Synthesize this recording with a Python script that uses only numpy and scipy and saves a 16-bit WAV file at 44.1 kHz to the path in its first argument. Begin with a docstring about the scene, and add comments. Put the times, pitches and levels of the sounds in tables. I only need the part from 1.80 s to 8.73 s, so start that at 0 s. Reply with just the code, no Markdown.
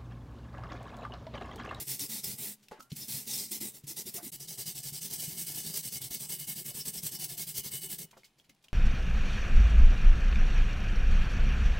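"""A toothbrush scrubs a wet, rusty flat iron standing in a plastic tub of water: long strokes along the rim.
It pauses, and the brush dips into the water (noise splashes, chirped sine bubbles); the rim strokes resume.
The level dips briefly, then quick strokes run on top until the brush lifts and the water splashes on.
Bristles are dense random clicks that ring the iron's modes; jolts shake the tub's; tufts snag in click bursts.
Quiet workshop air, coloured noise, lies under it all."""
import sys
import numpy as np
from scipy import signal
from scipy.fft import rfft, irfft, next_fast_len
from scipy.io import wavfile
from scipy.ndimage import uniform_filter1d

SR = 44100
rng = np.random.default_rng(int(sys.argv[2]) if len(sys.argv) > 2 else 0)


def transcribe(u):
    """Save the signal u as a 16-bit wav file named by the first command-line argument.

    u: samples, shape (n,) or (channels, n), limited to [-1, 1]; the rate is SR.
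    q: integer samples, one column per channel.
    """
    v = np.clip(np.atleast_2d(u).T, -1, 1)
    q = np.round(v * 32767).astype(np.int16)
    wavfile.write(sys.argv[1], SR, q)


N = 305613

# strokes, each until the next turn or lift: (start_s, level_db)
RIM_STROKES = [(-.025, -41), (.067, -38), (.192, -39.5), (.286, -40), (.430, -40), (.576, -40),
               (1.152, -45.5), (1.274, -39.5), (1.464, -40), (1.708, -40), (1.803, -39.5), (1.936, -52.5),
               (2.068, -43.5), (2.161, -41.5), (2.257, -42.5), (2.335, -41), (2.42, -44.5)]
TOP_STROKES = [(2.518, -42), (2.597, -47.5), (2.673, -44.5), (2.774, -40), (2.853, -39.5), (2.945, -43),
               (3.026, -40.5), (3.121, -42.5), (3.204, -41.5), (3.296, -40), (3.378, -38), (3.477, -41),
               (3.564, -38), (3.662, -38.5), (3.738, -37.5), (3.826, -40), (3.927, -37), (4.024, -39.5),
               (4.116, -38), (4.205, -41.5), (4.301, -40), (4.393, -42), (4.486, -38), (4.584, -41),
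               (4.668, -36.5), (4.75, -40), (4.844, -38.5), (4.937, -39.5), (5.046, -38.5), (5.128, -40),
               (5.223, -38.5), (5.312, -40.5), (5.387, -38.5), (5.481, -41.5), (5.57, -37.5), (5.662, -39),
               (5.739, -36.5), (5.829, -39.5), (5.906, -39), (6.008, -40), (6.086, -38), (6.179, -43)]
# hand control: (time_s, fastest_point [0-1 of stroke], turn_pause_s [< 0: strokes overlap], rasp_db [before scaling])
RIM_HAND = [(0, 0.59, 0.025, -6.5), (.25, 0.36, 0.011, -1), (.65, 0.44, 0.014, -8),
            (1.2, 0.47, -0.0065, -3), (1.36, 0.41, 0.022, -5), (1.57, 0.41, 0.031, 0.5),
            (1.75, 0.34, 0.0093, -1), (1.86, 0.24, 0.026, -7.5), (2.1, 0.41, 0.023, 0),
            (2.45, 0.5, 0.026, -7.5)]
TOP_HAND = [(2.55, 0.52, 0.031, -1.5), (2.64, 0.36, 0.0027, 3), (2.85, 0.41, 0.012, 0),
            (3.2, 0.5, 0.0039, 1.5), (3.42, 0.4, -0.013, -1.5), (3.62, 0.34, -0.0056, -2.5),
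            (3.85, 0.45, -0.0098, -0.5), (4.05, 0.49, 0.015, -0.5), (4.45, 0.32, 0.003, -1),
            (4.62, 0.36, 0.0027, -5.5), (4.98, 0.51, 0.014, -4.5), (5.42, 0.43, 0.0065, -0.5),
            (5.75, 0.53, 0.013, -2), (6.04, 0.44, 0.002, -6.5), (6.22, .44, 0.023, -4)]
# bristle click colour: (freq_hz, level_db)
RIM_HISS = [(530, -22), (900, -14), (1000, -25.5), (1400, -20), (1770, -17), (2070, -7), (2330, -10),
            (3000, -10.5), (3670, -5.5), (4710, -6), (5180, -2.5), (6500, -5.5), (8440, 0.5), (9980, -1.5),
            (15500, -1)]
TOP_HISS = [(530, -16.5), (900, -24.5), (1370, -23), (1750, -18.5), (2400, -14.5), (3110, -8), (4000, -8.5),
            (4710, -6.5), (6970, -8), (8150, -1.5), (9290, -3.5), (15500, -1.5)]
# tub modes, shaken through the iron: (freq_hz, width_hz, level_db)
RIM_TUB = [(44.6, 17, -29), (135.3, 14.7, 0), (169.6, 12, -6.5), (210, 15, 1.5), (308, 18.6, -7),
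           (398, 38, -9), (705, 36, -23.5), (795, 120, -29)]
TOP_TUB = [(44, 81, -21), (132.2, 19, -0.5), (159.2, 16.4, 2.5), (224.4, 33, -8), (302, 31.5, -13.5),
           (397, 59, -11.5), (705, 65, -17), (880, 270, -25.5)]
# modes of the iron and its handle: (freq_hz, width_hz, level_db)
IRON_MODES = [(1766, 130, -14), (2164, 45, 0), (2958, 10, 9.5), (4020, 51, -25), (4780, 170, -15),
              (6250, 200, -5), (8040, 230, -5.5), (8170, 160, 0)]


def scrub(strokes, hand, hiss, tub, hiss_db, iron_db, tub_db, iron_gain, tub_gain, click_rate_hz, click_spread_db,
          rough_db, judder_db, push_bite, pull_bite):
    """Bristles flick over the rust, more of them the faster the brush; their drag rings the iron, shakes the tub."""
    speed, stroke_db, rasp_db = motion(strokes, hand, push_bite, pull_bite)
    effort_db = stroke_db - np.median(np.array(strokes)[:, 1])
    force = speed * undb(stroke_db + rough_db * walk(260))

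    flicks = clicks(click_rate_hz * (0.2 + speed), click_spread_db)
    bristles = bounce(unit(colour(flicks, hiss)), lag_s=0.0011, share=0.24)
    # bent tufts rasp lower than upright ones
    rasp_gain = undb(1.08 * (rasp_db + 5.5))
    bristles += (rasp_gain - 1) * resonance(bristles, 5510, 2350)
    # five fixed bands of the rasp swell and fade at random, each on its own
    for hz in (3680, 4470, 4950, 6260, 8180):
        band_gain = undb(3.7 * walk(35) - 0.63)
        bristles += (band_gain - 1) * resonance(bristles, hz, hz / 10)

    # hard strokes ring the iron out of proportion; each mode's drive wanders with the touch
    rub = flicks * force * undb(iron_gain * effort_db)
    iron = sum(undb(mode_db + 1.4 * walk(14)) * resonance(rub, hz, width_hz)
               for hz, width_hz, mode_db in IRON_MODES)

    jolts = clicks(2500, 2.24) * undb(judder_db * walk(70))
    judder = ring(jolts, tub, wander_db=3.5)
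    # level out slow swings, so that the hand sets each stroke's strength
    judder /= np.sqrt(uniform_filter1d(judder ** 2, size=3000) + 1e-18)
    # drag falls a little more slowly than speed
    drag = speed ** 0.85
    thrum = judder * drag * undb(tub_gain * effort_db)
    return undb(hiss_db) * bristles * force + undb(iron_db) * iron + undb(tub_db) * thrum


# brush leaves the iron: time_s
LIFTS = [0.741, 2.002, 2.502, 6.255]


def motion(strokes, hand, push_bite, pull_bite, rest=0.24, lift_s=0.009, bite_s=0.014, flip_s=0.0083,
           bite_spread_db=0.5):
    """Brush speed (an arch per stroke over a slow creep), each stroke's level and its rasp."""
    t = np.arange(N) / SR
    start_s, level_db = np.transpose(strokes)
    hand_s, *controls = np.transpose(hand)
    turn_s = np.append(start_s[1:], np.inf)
    next_lift_s = np.array([min(s for s in LIFTS if s > a) for a in start_s])
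    middle_s = (start_s + np.minimum(turn_s, next_lift_s)) / 2
    fastest, pause_s, rasp_db = (np.interp(middle_s, hand_s, c) for c in controls)
    end_s = np.where(next_lift_s < turn_s, next_lift_s, turn_s - pause_s)

    # pushes and pulls alternate, each with its own bite
    bites = np.resize([push_bite, pull_bite], len(start_s))
    bites = bites * undb(bite_spread_db * rng.standard_normal(len(start_s)))
    on_off_s = [start_s[0] - lift_s / 2, start_s[0], end_s[-1], end_s[-1] + lift_s / 2]
    speed = rest * np.interp(t, on_off_s, [0, 1, 1, 0])
    for a, b, top, bite in zip(start_s, end_s, np.clip(fastest, 0.1, 0.9), bites):
        on = slice(max(int(a * SR), 0), int(b * SR))
        way = np.clip((t[on] - a) / (b - a), 0, 1)
        # skewed arch, peak at way = top
        speed[on] += np.sin(np.pi * way ** (np.log(0.5) / np.log(top)))
        # just after the turn the bent bristles flip over together
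        since_s = t[on] - a - flip_s
        speed[on] += bite * (since_s > 0) * np.exp(-np.abs(since_s) / bite_s)

    # in a long gap the brush leaves the iron
    for a, b in zip(end_s[:-1], start_s[1:]):
        if b - a > 0.05:
            off_s = a + 2 * lift_s
            speed *= np.interp(t, [a, off_s, max(b - lift_s / 2, off_s), b], [1, 0, 0, 1])

    # hold each value through its stroke, glide between strokes
    held_s = np.column_stack([start_s + lift_s, end_s - lift_s]).ravel()
    return [speed] + [np.interp(t, held_s, np.repeat(c, 2)) for c in (level_db, rasp_db)]


# tufts that snag hard and snap free: (time_s, level_db)
SNAGS = [(.073, -42), (.196, -33), (0.444, -30.5), (1.167, -38), (1.478, -37), (1.719, -34), (2.168, -39),
         (2.343, -34.5), (2.524, -41), (2.604, -39.5), (2.865, -38), (3.221, -36.5), (3.259, -35.5),
         (3.337, -30), (3.614, -37), (3.669, -35), (3.974, -28.5), (4.123, -41), (4.218, -34), (4.311, -38),
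         (4.347, -28.5), (4.523, -35), (4.599, -34), (5.056, -35.5), (5.140, -41), (5.234, -35),
         (5.267, -26.5), (5.444, -30), (5.580, -34.5), (5.674, -38), (5.780, -29), (5.956, -35),
         (6.189, -35)]


def snags(rise_s=0.0032, fall_s=0.0058):
    """A tuft catches and lets go: a short, bright burst of clicks."""
    t, burst = np.arange(N) / SR, np.zeros(N)
    for time_s, level_db in SNAGS:
        near = slice(int((time_s - 4 * rise_s) * SR), int((time_s + 4 * fall_s) * SR))
        since_s = t[near] - time_s
        burst[near] += undb(level_db) * np.exp(np.minimum(since_s / rise_s, -since_s / fall_s))
    return burst * unit(colour(clicks(7000, 1.7), TOP_HISS))


# wet tufts squeak on the metal: (time_s, level_db)
SQUEAKS = [(0.215, -41.5), (0.452, -39.5), (1.228, -43.5), (1.54, -45), (5.013, -42), (5.186, -46),
           (5.360, -45)]


def squeaks(hz=5300, width_hz=700, length_s=0.015):
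    """Bristles stick and slip near one pitch for a moment: narrow-band noise under a bell-shaped swell."""
    t, out = np.arange(N) / SR, np.zeros(N)
    for time_s, level_db in SQUEAKS:
        near_s = t[np.abs(t - time_s) < 3 * length_s]
        noise = rng.standard_normal(len(near_s))
        tone = unit(resonance(resonance(noise, hz, width_hz), hz, width_hz))
        swell = np.exp(-((near_s - time_s) / length_s) ** 2)
        add(out, near_s[0], undb(level_db) * tone * swell)
    return out


# hard rubs that make the iron sing: (peak_s, mode_2200hz_db, mode_3000hz_db)
SINGS = [(3.40, -66, -48), (3.47, -68, -48), (3.785, -63, -45), (4.075, -66, -50), (4.164, -51, -61),
         (4.35, -56, -52), (4.525, -50, -44.5), (4.70, -65, -51), (5.27, -53, -59), (5.615, -50, -58.5),
         (5.81, -62, -46.5), (5.936, -61, -48)]


def singing(swell_s=0.01898, fade_s=0.02):
    """A hard rub swells the iron's two clearest modes, which then die away."""
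    t, out = np.arange(SR // 6) / SR, np.zeros(N)
    shape = np.minimum(t / swell_s, 1) * np.exp(-np.maximum(t - swell_s, 0) / fade_s)
    for peak_s, *levels_db in SINGS:
        for (hz, _, _), level_db in zip(IRON_MODES[1:3], levels_db):
            phase = 2 * np.pi * rng.random()
            add(out, peak_s - swell_s, undb(level_db) * shape * np.sin(2 * np.pi * hz * t + phase))
    return out


# brush head bumps the iron: (start_s, thud_hz, thud_peak_db, tick_peak_db)
BUMPS = [(0.013, 315, -50, -60), (.125, 430, -58, -60), (0.21, 278, -45.5, -58), (.232, 300, -47, -60),
         (0.469, 137, -43, -59), (.494, 135, -41.5, -44), (.535, 135, -44, -60), (.645, 222, -47, -60),
         (1.118, 155, -31.5, -33), (1.118, 242, -40, -60), (1.34, 144, -42.5, -60), (1.368, 135, -44, -60),
         (1.654, 224, -47, -60), (1.711, 333, -45.5, -60), (1.808, 292, -43, -65), (1.828, 348, -42.5, -82),
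         (1.849, 226, -41.5, -60), (2.036, 143, -42, -62), (2.105, 330, -53, -60), (2.254, 214, -43.5, -51),
         (2.267, 370, -45, -60), (2.354, 350, -52, -60), (2.429, 340, -46, -64), (2.462, 257, -42.5, -58),
         (2.875, 157, -42.5, -57), (3.12, 160, -41, -54), (3.476, 159, -38, -75), (3.533, 166, -49, -60),
         (3.864, 150, -39, -66), (3.896, 161, -43, -60), (4.947, 151, -42, -55), (5.071, 158, -46, -60),
         (5.232, 157, -38, -50), (5.783, 140, -39, -63), (6.238, 160, -47, -64)]


def bumps(rise_s=0.0034, thud_s=0.011, tick_s=0.0019, knock_db=-13):
    """The plastic head ticks on the iron; the tub answers with a low thud and a knock of its upper resonances."""
    t, out = np.arange(SR // 8) / SR, np.zeros(N)
    knock = sum(np.sin(2 * np.pi * hz * t) * np.exp(-np.pi * width_hz * t) for hz, width_hz, _ in RIM_TUB[4:6]) / 2
    for start_s, thud_hz, thud_db, tick_db in BUMPS:
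        thud = np.sin(2 * np.pi * thud_hz * t) * (1 - np.exp(-(t / rise_s) ** 2)) * np.exp(-t / thud_s)
        tick = rng.standard_normal(len(t)) * np.exp(-t / tick_s)
        tick = resonance(resonance(tick, 3500, 3500), 3600, 2100)
        answer = thud / np.abs(thud).max() + undb(knock_db) * knock
        add(out, start_s, undb(thud_db) * answer + undb(tick_db) * tick / np.abs(tick).max())
    return out


# splashes, deep plops to high spatter: (start_s, level_db, centre_hz, decay_s)
SPLASHES = [(0.822, -64, 4470, 0.027), (.884, -49, 3580, 0.0016), (.910, -43.5, 440, 0.009),
            (0.912, -62, 2660, 0.018), (.915, -56.5, 854, 0.068), (0.988, -55.5, 253, 0.0076),
            (0.992, -60.5, 4170, 0.017), (1.006, -48, 6850, 0.0014), (1.021, -55.5, 9400, 0.0087),
            (1.097, -58.5, 3700, 0.016), (1.116, -54.5, 7000, 0.021), (2.034, -58.5, 6370, 0.014),
            (2.380, -54.5, 720, 0.026), (6.309, -55.5, 4140, 0.0057), (6.327, -58.5, 840, 0.011),
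            (6.366, -53.5, 565, 0.00997), (6.368, -61, 3220, 0.02), (6.44, -58, 4170, 0.015),
            (6.579, -65.5, 3480, 0.021), (6.580, -73, 550, 0.047), (6.638, -68.5, 2510, 0.014),
            (6.688, -63.5, 157, 0.013), (6.692, -58.5, 3460, 0.0084), (6.747, -70, 4500, 0.0027),
            (6.822, -72, 5000, .01), (6.838, -59.5, 3220, 0.0095), (6.838, -70, 720, 0.024),
            (6.885, -61, 2960, 0.002)]
# bubbles: (start_s, start_hz, tone_peak_db, t60_s)
BUBBLES = [(0.913, 360, -43, 0.04), (.913, 849, -48.5, 0.21), (0.917, 1050, -57, .1),
           (0.998, 1302, -52, 0.07), (1.005, 1335, -40.5, 0.025), (1.009, 1340, -58, 0.23),
           (2.378, 693, -48, 0.17), (6.371, 690, -56, .05), (6.434, 2200, -49, 0.018),
           (6.444, 4480, -53, 0.021), (6.599, 3300, -51.5, .016), (6.698, 2110, -55.5, .045),
           (6.884, 3020, -46.5, 0.015)]


def water(glide_per_s=0.28, mist_db=-9, iron_db=-3, breadth=1.97, rise_share=0.55, longest_rise_s=0.0088,
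          wash_db=-24, wash_s=0.053, pop_db=-10, pop_s=0.0019, droplet_db=-3):
    """Splashes are crackle and droplets under a fine mist; trapped bubbles pop, ring and rise a little in pitch."""
    t, out = np.arange(SR // 4) / SR, np.zeros(N)
    crackle = clicks(7800, 3.4)
    for start_s, level_db, hz, decay_s in SPLASHES:
        drops = np.roll(crackle, -int(start_s * SR))[:len(t)]
        spray = unit(resonance(resonance(drops, hz, breadth * hz), hz, breadth * hz))
        # deep plops throw less mist than high spatter
        mist = min(hz / 3000, 1) ** 2 * unit(resonance(drops[::-1], 14300, 3600))
        spray += undb(mist_db) * mist
        # short splashes start sharply; each leaves a faint wash
        rise_s = min(rise_share * decay_s, longest_rise_s)
        after_s = np.maximum(t - rise_s, 0)
        fall = np.exp(-after_s / decay_s) + undb(wash_db) * np.exp(-after_s / wash_s)
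        add(out, start_s, undb(level_db) * spray * np.minimum(t / rise_s, 1) * fall)
        add(out, start_s + rise_s / 2, undb(level_db + droplet_db) * droplets(hz, decay_s))
    # drops that land on the iron ring it faintly
    rung = sum(undb(mode_db) * resonance(out, hz, width_hz) for hz, width_hz, mode_db in IRON_MODES[1:3])
    out += undb(iron_db) * rung
    for start_s, hz, peak_db, t60_s in BUBBLES:
        tone = undb(-60 * t / t60_s) * np.sin(2 * np.pi * hz * t * (1 + glide_per_s * t))
        pop = resonance(rng.standard_normal(len(t)), 3500, 8000) * np.exp(-t / pop_s)
        add(out, start_s, undb(peak_db) * (tone + undb(pop_db) * pop))
    return out


def droplets(hz, decay_s, spread=0.25, cycles=7, count=8):
    """A few tiny bubbles scattered in time and pitch after a splash, each a decaying sine."""
    t, out = np.arange(SR // 4) / SR, 0
    waits_s = rng.exponential(decay_s, count)
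    for wait_s, pitch, size in zip(waits_s, rng.standard_normal(count), rng.random(count)):
        turns = min(hz * np.exp(spread * pitch), 0.35 * SR) * np.maximum(t - wait_s, 0)
        strength = size * np.exp(-wait_s / (2 * decay_s))
        out = out + strength * np.sin(2 * np.pi * turns) * np.exp(-turns / cycles)
    return out


def settling(froth_db=-71, hz=6000, width_hz=9000, froth_s=0.12, slosh_db=-70, slosh_s=0.15, uneven_db=3):
    """Whenever the brush lifts, its froth fizzes away and the water sloshes to rest against the tub."""
    t = np.arange(N) / SR

    def fade(length_s):
        """Sudden start at each lift, exponential decay."""
        return sum((t > s) * np.exp(-np.abs(t - s) / length_s) for s in LIFTS)

    froth = fade(froth_s) * unit(resonance(clicks(4300, 4.3), hz, width_hz))
    slosh = fade(slosh_s) * undb(uneven_db * walk(16)) * unit(ring(rng.standard_normal(N), RIM_TUB))
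    return undb(froth_db) * froth + undb(slosh_db) * slosh


def lapping(level_db=-78, spread_db=2, hz=2600, width_hz=4200):
    """The stirred water keeps fizzing faintly against the iron: sparse band-passed clicks."""
    fizz = resonance(resonance(clicks(1000, 1.6), hz, width_hz), hz, width_hz)
    return undb(level_db + spread_db * walk(19)) * unit(fizz)


# workshop air colour: (freq_hz, level_db)
AIR = [(25, 5), (90, -4), (135, 9), (175, 3), (215, 0.5), (330, -2), (500, -9.5), (900, -5.5), (1500, -19),
       (2800, -25), (6500, -29), (10000, -19), (15000, -31)]


def workshop_air(level_db=-74.5):
    """Quiet air of the workshop: steady coloured noise."""
    return undb(level_db) * unit(colour(rng.standard_normal(N), AIR))


def reflections(x, t60_s):
    """Dense, short echoes from the tub walls and the bench: convolution with decaying noise."""
    t = np.arange(SR // 3) / SR
    echo = rng.standard_normal(len(t)) * undb(-60 * t / t60_s) * (t > 0.002)
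    echo = echo[t < t60_s]
    return signal.oaconvolve(x, echo / np.linalg.norm(echo))[:N]


def shifting(x, t60_s):
    """Changing diffuse spread: four decaying-noise echo patterns blend by a steady turn and a random wander."""
    angle = 2 * np.pi * np.arange(N) / SR * 1.7 + walk(6)
    weights = (np.cos(angle), np.sin(angle), np.cos(2 * angle), np.sin(2 * angle))
    return sum(weight * reflections(x, t60_s) for weight in weights) / np.sqrt(2)


def bounce(x, lag_s, share):
    """An echo off a near surface; the length of its path wanders."""
    i = np.arange(N)
    lag = np.round(lag_s * SR * np.exp(0.12 * walk(9))).astype(int)
    return (x + share * x[np.maximum(i - lag, 0)]) / np.hypot(1, share)


def undb(db):
    """Decibels to gain."""
    return 10 ** (np.asarray(db) / 20)


def unit(x):
    """Scale to rms 1."""
    return x / np.sqrt(np.mean(x ** 2))


def resonance(x, hz, width_hz):
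    """Two-pole band-pass, gain 1 at the centre."""
    hz = min(hz, 0.45 * SR)
    b, a = signal.iirpeak(hz, hz / min(width_hz, 0.4 * SR), SR)
    return signal.lfilter(b, a, x + 1e-18)


def ring(x, modes, wander_db=0):
    """A body's resonances under one force, signs alternating; each mode's drive wanders."""
    return sum((-1) ** k * undb(mode_db + wander_db * walk(11)) * resonance(x, hz, width_hz)
               for k, (hz, width_hz, mode_db) in enumerate(modes))


def colour(x, points):
    """Filter by a (freq_hz, level_db) spectrum, interpolated over log frequency."""
    size = next_fast_len(N)
    hz, db = np.transpose(points)
    bins_hz = np.maximum(np.arange(size // 2 + 1) * SR / size, 1)
    gain = undb(np.interp(np.log(bins_hz), np.log(hz), db))
    return irfft(rfft(x, size) * gain, size)[:N]


def walk(rate_hz):
    """Random wander: straight lines between normal knots of spread 0.92."""
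    knots = rng.standard_normal(int(rate_hz * N / SR) + 2)
    return 0.92 * np.interp(np.arange(N) * rate_hz / SR, np.arange(len(knots)), knots)


def clicks(rate_hz, spread_db):
    """Random tiny impacts of uneven size, rms 1; a changing rate leaves the expected power steady."""
    chance = np.clip(rate_hz / SR, 0.001, 1)
    hit = rng.random(N) < chance
    size = rng.choice([-1, 1], N) * undb(spread_db * rng.standard_normal(N))
    return unit(hit * size / np.sqrt(chance))


def add(track, start_s, sound):
    """Mix a sound in at a time."""
    i = max(int(start_s * SR), 0)
    track[i:i + len(sound)] += sound[:N - i]


# stereo side level by frequency: (freq_hz, level_db)
WIDTH = [(60, -22), (200, -25), (320, -24), (600, -11), (1200, -10), (2500, -12.5), (5000, -14),
         (12000, -14.2)]
# colour of the workshop's late reflections: (freq_hz, level_db)
ROOM = [(60, -21), (140, -16), (230, -20), (400, -35), (1000, -20), (3000, -34), (12000, -42)]


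def scene():
    """Every source sits straight ahead; the changing spread, the scattered water and the air give width."""
    rim = scrub(RIM_STROKES, RIM_HAND, RIM_HISS, RIM_TUB, hiss_db=1.9, iron_db=-19, tub_db=-52.5,
                iron_gain=0.2, tub_gain=0.73, click_rate_hz=14000, click_spread_db=2.0,
                rough_db=1.07, judder_db=0.0, push_bite=0.2, pull_bite=0.28)
    top = scrub(TOP_STROKES, TOP_HAND, TOP_HISS, TOP_TUB, hiss_db=-0.3, iron_db=-2, tub_db=-52.5,
                iron_gain=0.13, tub_gain=0.24, click_rate_hz=14000, click_spread_db=2.8,
                rough_db=1.5, judder_db=2.5, push_bite=0.15, pull_bite=0.14)
    wet = water() + lapping()
    direct = rim + top + snags() + squeaks() + singing() + bumps() + wet + settling()
    scattered = undb(-13) * reflections(wet, t60_s=0.08)
    spread = colour(shifting(direct, t60_s=0.069), WIDTH)
    side = spread + scattered + undb(-19) * workshop_air()
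    blur = undb(-12) * shifting(direct, t60_s=0.09)
    late = colour(reflections(direct, t60_s=0.43), ROOM)
    mid = direct + workshop_air() + blur + late
    return np.array([mid + side, mid - side])


# brief level dip before the strokes on top: (from_s, to_s, depth_db)
DROPOUT = (2.505, 2.517, -22)


def record(dry, top_hz=15800):
    """The level dips once, briefly; a steep elliptic low-pass cuts the top."""
    t = np.arange(N) / SR
    from_s, to_s, depth_db = DROPOUT
    inside = 1.0 * ((t > from_s) & (t < to_s))
    gain = undb(depth_db * uniform_filter1d(inside, size=90))
    low_pass = signal.ellip(12, 0.1, 80, top_hz, fs=SR, output="sos")
    return signal.sosfilt(low_pass, dry * gain)


dry = scene()
out = record(dry)
transcribe(out)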